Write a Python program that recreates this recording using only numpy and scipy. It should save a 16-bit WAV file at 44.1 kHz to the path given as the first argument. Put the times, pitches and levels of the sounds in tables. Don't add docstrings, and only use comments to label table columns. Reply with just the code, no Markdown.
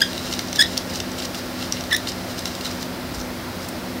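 import sys
import numpy as np
from scipy import signal
from scipy.fft import rfft, irfft
from scipy.io import wavfile

SR = 44100
rng = np.random.default_rng(int(sys.argv[2]) if len(sys.argv) > 2 else 0)


def output_pcm(signal):
    pcm = np.clip(np.atleast_2d(signal).T, -1, 1) * 32767
    wavfile.write(sys.argv[1], SR, np.round(pcm).astype(np.int16))


N = 176400
T = np.arange(N) / SR


def from_db(db):
    return 10 ** (np.asarray(db) / 20)


def coloured(gain_at):
    hz = np.maximum(np.fft.rfftfreq(N, 1 / SR), 1e-3)
    noise = irfft(rfft(rng.standard_normal(N)) * gain_at(hz), N)
    return noise / np.sqrt(np.mean(noise ** 2) + 1e-20)


def drift(rate_hz):
    return coloured(lambda hz: 1 / (1 + (hz / rate_hz) ** 2))


def swell(middle_s, half_s):
    return np.exp(-((T - middle_s) / half_s) ** 2)


def ring(force, hz, t60):
    radius, angle = np.exp(-np.log(1000) / (t60 * SR)), 2 * np.pi * hz / SR
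    return signal.lfilter([1, 0, -1], [1, -2 * radius * np.cos(angle), radius ** 2], force + 1e-18) / 2


def fan():
    # f/Hz, relative level/dB
    hiss = [(20, -28), (35, -21), (70, 1.5), (140, -1), (220, -1), (320, 0.5), (430, -5.5), (560, -1),
            (800, -6.5), (1100, -8.5), (1400, -9.5), (2000, -11), (2500, -14), (2900, -16), (4200, -14.5),
            (5100, -15), (6000, -19.5), (7000, -23.5), (10000, -25.5), (15500, -24)]
    # f/Hz, rms level/dB
    hum = [(42, -55), (92, -46.5), (184.5, -42), (249.7, -37), (333.7, -49), (357, -49), (527, -51),
           (684, -52.5), (1376, -53)]
    hiss_db, waver_db, wander_hz = -31.5, 2, 1.603
    hiss_hz, shape_db = np.transpose(hiss)
    out = from_db(hiss_db) * coloured(lambda hz: from_db(np.interp(np.log(hz), np.log(hiss_hz), shape_db)))
    for hz, db in hum:
        phase = 2 * np.pi * (np.cumsum(hz + wander_hz * drift(rate_hz=4.16)) / SR + rng.random())
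        out += np.sqrt(2) * from_db(db + waver_db * drift(rate_hz=14)) * np.sin(phase)
    return out


def plastic(low_force, high_force):
    # f/Hz, level/dB, t60/s
    modes = [(1350, -15, 0.007), (2100, -18, .012), (2760, -13.5, 0.015), (3130, -11, 0.008),
             (3625, -10.5, 0.011), (4070, -6, 0.0076), (4737, -5.5, 0.0082), (5120, -2.5, 0.0057),
             (5820, -5.5, 0.0062), (6630, -5.5, 0.0029), (7480, -14, 0.0084), (8160, -13.5, .006),
             (9900, -14.5, 0.0021), (11750, -13.5, 0.0037)]
    split_hz = 4737
    return sum((-1) ** k * from_db(db) * ring(low_force if hz < split_hz else high_force, hz, t60)
               for k, (hz, db, t60) in enumerate(modes))


def crack(force):
    return signal.sosfilt(signal.butter(2, 6400, "high", fs=SR, output="sos"), force + 1e-18)


def rubbing():
    # t/s, level/dB
    turning = [(0, -37), (1.0, -44), (2.0, -44.5), (2.75, -39.5), (2.95, -62), (4, -63)]
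    # middle t/s, half length/s, level/dB, low-mode boost/dB
    rubs = [(0.164, 0.02, -42, 6), (0.272, 0.038, -34, 3), (0.332, 0.021, -30, -2), (.39, 0.037, -38, 1),
            (0.562, 0.011, -29, 5), (0.717, 0.067, -37.5, 1.5), (0.904, .012, -33.5, 1.5),
            (0.95, 0.03, -31.5, -0.5), (1.184, 0.017, -36, 2), (1.232, 0.013, -31.5, 1),
            (1.253, 0.0062, -26.5, -2), (1.382, 0.032, -35, -2), (1.623, 0.054, -34.5, 2.5),
            (1.76, 0.058, -39, 4), (2.073, 0.0042, -29.5, 5), (2.089, 0.015, -27, -4), (2.304, .03, -38, 2),
            (2.385, .015, -33.5, 1), (2.47, 0.018, -34, 1), (2.659, 0.022, -31.5, 1.5),
            (2.714, 0.01, -33.5, -2), (2.819, .015, -33.5, -3), (3.149, 0.011, -30, -6),
            (3.185, 0.023, -37.5, -10), (3.628, .04, -39.5, -2)]
    grains_per_s, spread_db, trim_db = 2500, 2.5, -0.5
    sizes = from_db(spread_db * np.minimum(rng.exponential(1, N), 4)) * rng.choice([-1, 1], N)
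    grains = sizes * (rng.random(N) < grains_per_s / SR)
    grains = from_db(trim_db) * grains / np.std(plastic(grains, grains))
    power = low_power = from_db(np.interp(T, *np.transpose(turning))) ** 2
    for middle_s, half_s, db, low_db in rubs:
        touch = from_db(db) * swell(middle_s, half_s)
        power = power + touch ** 2
        low_power = low_power + (from_db(low_db) * touch) ** 2
    force = grains * np.sqrt(power)
    return plastic(grains * np.sqrt(low_power), force) + from_db(-1) * crack(force)


def ticks():
    # t/s, strength/dB, struck spot f/Hz, relative crack/dB, relative low modes/dB
    contacts = [(0.0044, -9.5, 5200, -2, 1), (0.13, -20.5, 4600, 2, 6), (0.177, -15.5, 5300, -1, 3.5),
                (0.3252, -7.5, 5500, -6, 1), (0.3361, -11, 5430, -10, 0), (0.3912, -5, 5500, 1.5, 1.5),
                (0.4834, -18, 5400, -5, -3), (0.5277, -8.5, 6000, -7, 0), (0.5583, -13, 6030, 7, 1),
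                (0.5674, -23, 6000, 1, 4), (0.77, -14, 5000, 0, 3), (0.7763, 5.5, 5440, 1, -10),
                (0.9562, -9, 5500, -6, -4), (1.001, -6, 5470, -1, -2), (1.1154, -15.5, 6000, -3, -6),
                (1.1853, -21, 7800, 9, 3), (1.193, -19, 7700, 1, 2), (1.2, -14, 5750, -5, 1),
                (1.22, -21, 4300, 4, 8), (1.345, -16, 5000, 3, 4), (1.3512, -15, 5600, -2, -3),
                (1.6246, -20, 4050, 3, 8), (1.723, -1, 5840, -6, -9.5), (1.7671, -23, 5000, 2, 7),
                (1.8068, -16, 6100, -4, -1), (1.8367, -17.5, 5200, 0, 3), (1.9096, -15, 5400, -5, 6.5),
                (1.9637, -9, 6700, 11.5, -3), (2.0874, -10, 5300, -4, -4), (2.1174, -17, 5460, -3, 1),
                (2.3902, -5, 5100, -8, -16), (2.4551, -6, 6350, 0, -1), (2.476, -24, 6200, 8, 3),
                (2.55, -14.5, 6900, -2, -3), (2.6088, -14, 5050, -1, 1), (2.6472, -18.5, 5200, 3, 5),
                (2.654, -15, 5600, -1, 3), (2.666, -22, 4100, 0, 3), (2.8266, -16.5, 5300, 4, 1.5),
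                (3.2001, -17, 6300, -3, -9), (3.2117, -16.5, 5700, -3, -4), (3.686, -26, 8800, 17.5, -6)]
    trim_db, crunch_db, typical_db, attack_s = -11, -6.5, -11.5, 0.00056
    age = np.arange(SR // 25) / SR
    attack = 1 - np.exp(-age / attack_s)
    out = np.zeros(N + SR)
    for onset_s, db, spot_hz, crack_db, low_db in contacts:
        decay_s = 0.0027 * from_db(-0.34 * (db - typical_db))
        spot_t60 = 0.0038 * from_db(0.15 * (db - typical_db))
        contact = from_db(crunch_db) * rng.standard_normal(len(age)) * attack * np.exp(-age / decay_s)
        contact[int(attack_s * SR)] += 1
        force = from_db(trim_db + db) * contact
        spot = from_db(-2.5) * ring(force, spot_hz, spot_t60)
        body = plastic(from_db(low_db) * force, from_db(-4) * force)
        edge = from_db(2 + crack_db) * crack(force)
        start = int(onset_s * SR)
        out[start:start + len(age)] += spot + body + edge
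    return out[:N]


def squeaks():
    # t/s, slip f/Hz, fundamental/dB, octave/dB, third harmonic/dB, rasp/dB
    first = [(0.01, 1740, -47, -38, -31, -35), (0.015, 1700, -21, -31, -36, -33),
             (0.0174, 1634, -15, -15, -13, -30), (0.0205, 1644, -8, -16, -5.5, -19),
             (0.023, 1607, -14, -12, -23, -25), (0.0261, 1864, -14.5, -28, -28, -30),
             (0.029, 1750, -29, -15, -29, -31), (0.031, 1630, -31, -18, -32, -32)]
    second = [(0.584, 1787, -32, -36, -35, -36), (0.59, 1730, -20, -27, -31, -38),
              (0.593, 1667, -16.5, -13, -10, -32), (0.596, 1704, -9, -12.5, -14, -28),
              (0.601, 1753, -16, -11, -30, -21), (0.607, 1683, -14, -13.5, -12.5, -21),
              (0.612, 1700, -13, -15, -7.5, -28), (0.6148, 1705, -22, -11, -10, -28),
              (0.616, 1830, -14, -22, -21, -21), (0.6236, 1820, -10.5, -17, -23, -25),
              (0.6253, 1990, -14.5, -7.5, -19, -21), (0.628, 1870, -24, -32, -23, -24)]
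    third = [(1.906, 1771, -34, -38, -34, -39), (1.916, 1865, -24, -43, -41, -38),
             (1.922, 1971, -13.5, -23, -38, -36), (1.927, 1760, -14.5, -28, -24, -24),
             (1.93, 1737, -15, -12.5, -17.5, -19), (1.936, 1713, -23, -31, -30, -28),
             (1.939, 1770, -19, -23, -25, -33), (1.946, 1795, -18, -28, -25, -31),
             (1.9485, 1976, -13.5, -15, -18.5, -27), (1.953, 1800, -29, -25, -25, -33)]
    # harmonics four to nine, each as level/dB relative to the third
    overtones = [(-13, -18, -18, -20, -31, -29), (-12, -9.5, -23, -29, -28, -24),
                 (-21, -12.5, -24, -17, -24, -19)]
    # jitter/share of slip rate, flutter of each harmonic/dB
    roughness = [(.008, -0.5), (0.012, 1.15), (.018, 2)]
    # f/Hz, width/Hz, level/dB
    resonances = [(3350, 45, -10), (3640, 32, 3), (3900, 40, -3), (5000, 30, -8)]
    fade_s, rasp_hz, typical_rasp_db = 0.002, 4450, -23
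    jitter = drift(rate_hz=1200)
    rasp_noise = coloured(lambda hz: np.minimum(hz / rasp_hz, rasp_hz / hz))
    flutter = np.array([drift(rate_hz=328) for _ in range(9)])
    offsets = 2 * np.pi * rng.random(len(flutter))
    out = np.zeros(N)
    for contour, upper_db, (unevenness, flutter_db) in zip((first, second, third), overtones, roughness):
        times, *columns = np.transpose(sorted(contour))
        gate = np.clip(1 + np.minimum(T - times[0], times[-1] - T) / fade_s, 0, 1)
        on = gate > 0
        slip_hz, root_db, octave_db, third_db, rasp_db = [np.interp(T[on], times, c) for c in columns]
        wobble = unevenness * from_db(0.5 * (rasp_db - typical_rasp_db)) * jitter[on]
        phase = 2 * np.pi * np.cumsum(slip_hz * (1 + wobble)) / SR
        levels = [root_db, octave_db, third_db] + [third_db + db for db in upper_db]
        tone = sum(from_db(db + flutter_db * flutter[k, on]) * np.sin((k + 1) * phase + offsets[k])
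                   for k, db in enumerate(levels))
        rasp = from_db(rasp_db) * rasp_noise[on] * (1 + np.cos(phase)) / 2
        out[on] += gate[on] * (tone + rasp)
    singing = sum(from_db(db) * signal.lfilter(*signal.iirpeak(hz, hz / width_hz, fs=SR), out + 1e-18)
                  for hz, width_hz, db in resonances)
    return out + singing


def bump():
    centre_hz, half_width_hz = 63, 12
    rumble = coloured(lambda hz: 1 / (1 + ((hz - centre_hz) / half_width_hz) ** 2))
    return from_db(-33) * swell(middle_s=3.19, half_s=0.079) * rumble


def room(sound):
    t60_s, predelay_s, damping_hz, tail_db = 0.19, 0.007, 9000, -10
    echo_s, echo_band_hz, echo_db = 0.034, (2500, 4200), -14.5
    age = np.arange(SR // 2) / SR
    tail = rng.standard_normal(len(age)) * np.exp(-np.log(1000) * age / t60_s) * (age > predelay_s)
    tail = signal.sosfilt(signal.butter(2, damping_hz, fs=SR, output="sos"), tail / np.linalg.norm(tail))
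    delayed = np.interp(T - echo_s, T, sound, left=0)
    echo = signal.sosfilt(signal.butter(2, echo_band_hz, "band", fs=SR, output="sos"), delayed)
    return from_db(tail_db) * signal.fftconvolve(sound, tail)[:N] + from_db(echo_db) * echo


def scene():
    pulley = squeaks() + ticks() + rubbing()
    return np.tile(pulley + room(pulley) + bump() + fan(), (2, 1))


def record(dry):
    cutoff_hz = 15720
    return signal.sosfilt(signal.ellip(12, .1, 80, cutoff_hz, fs=SR, output="sos"), dry)


dry = scene()
out = record(dry)
output_pcm(out)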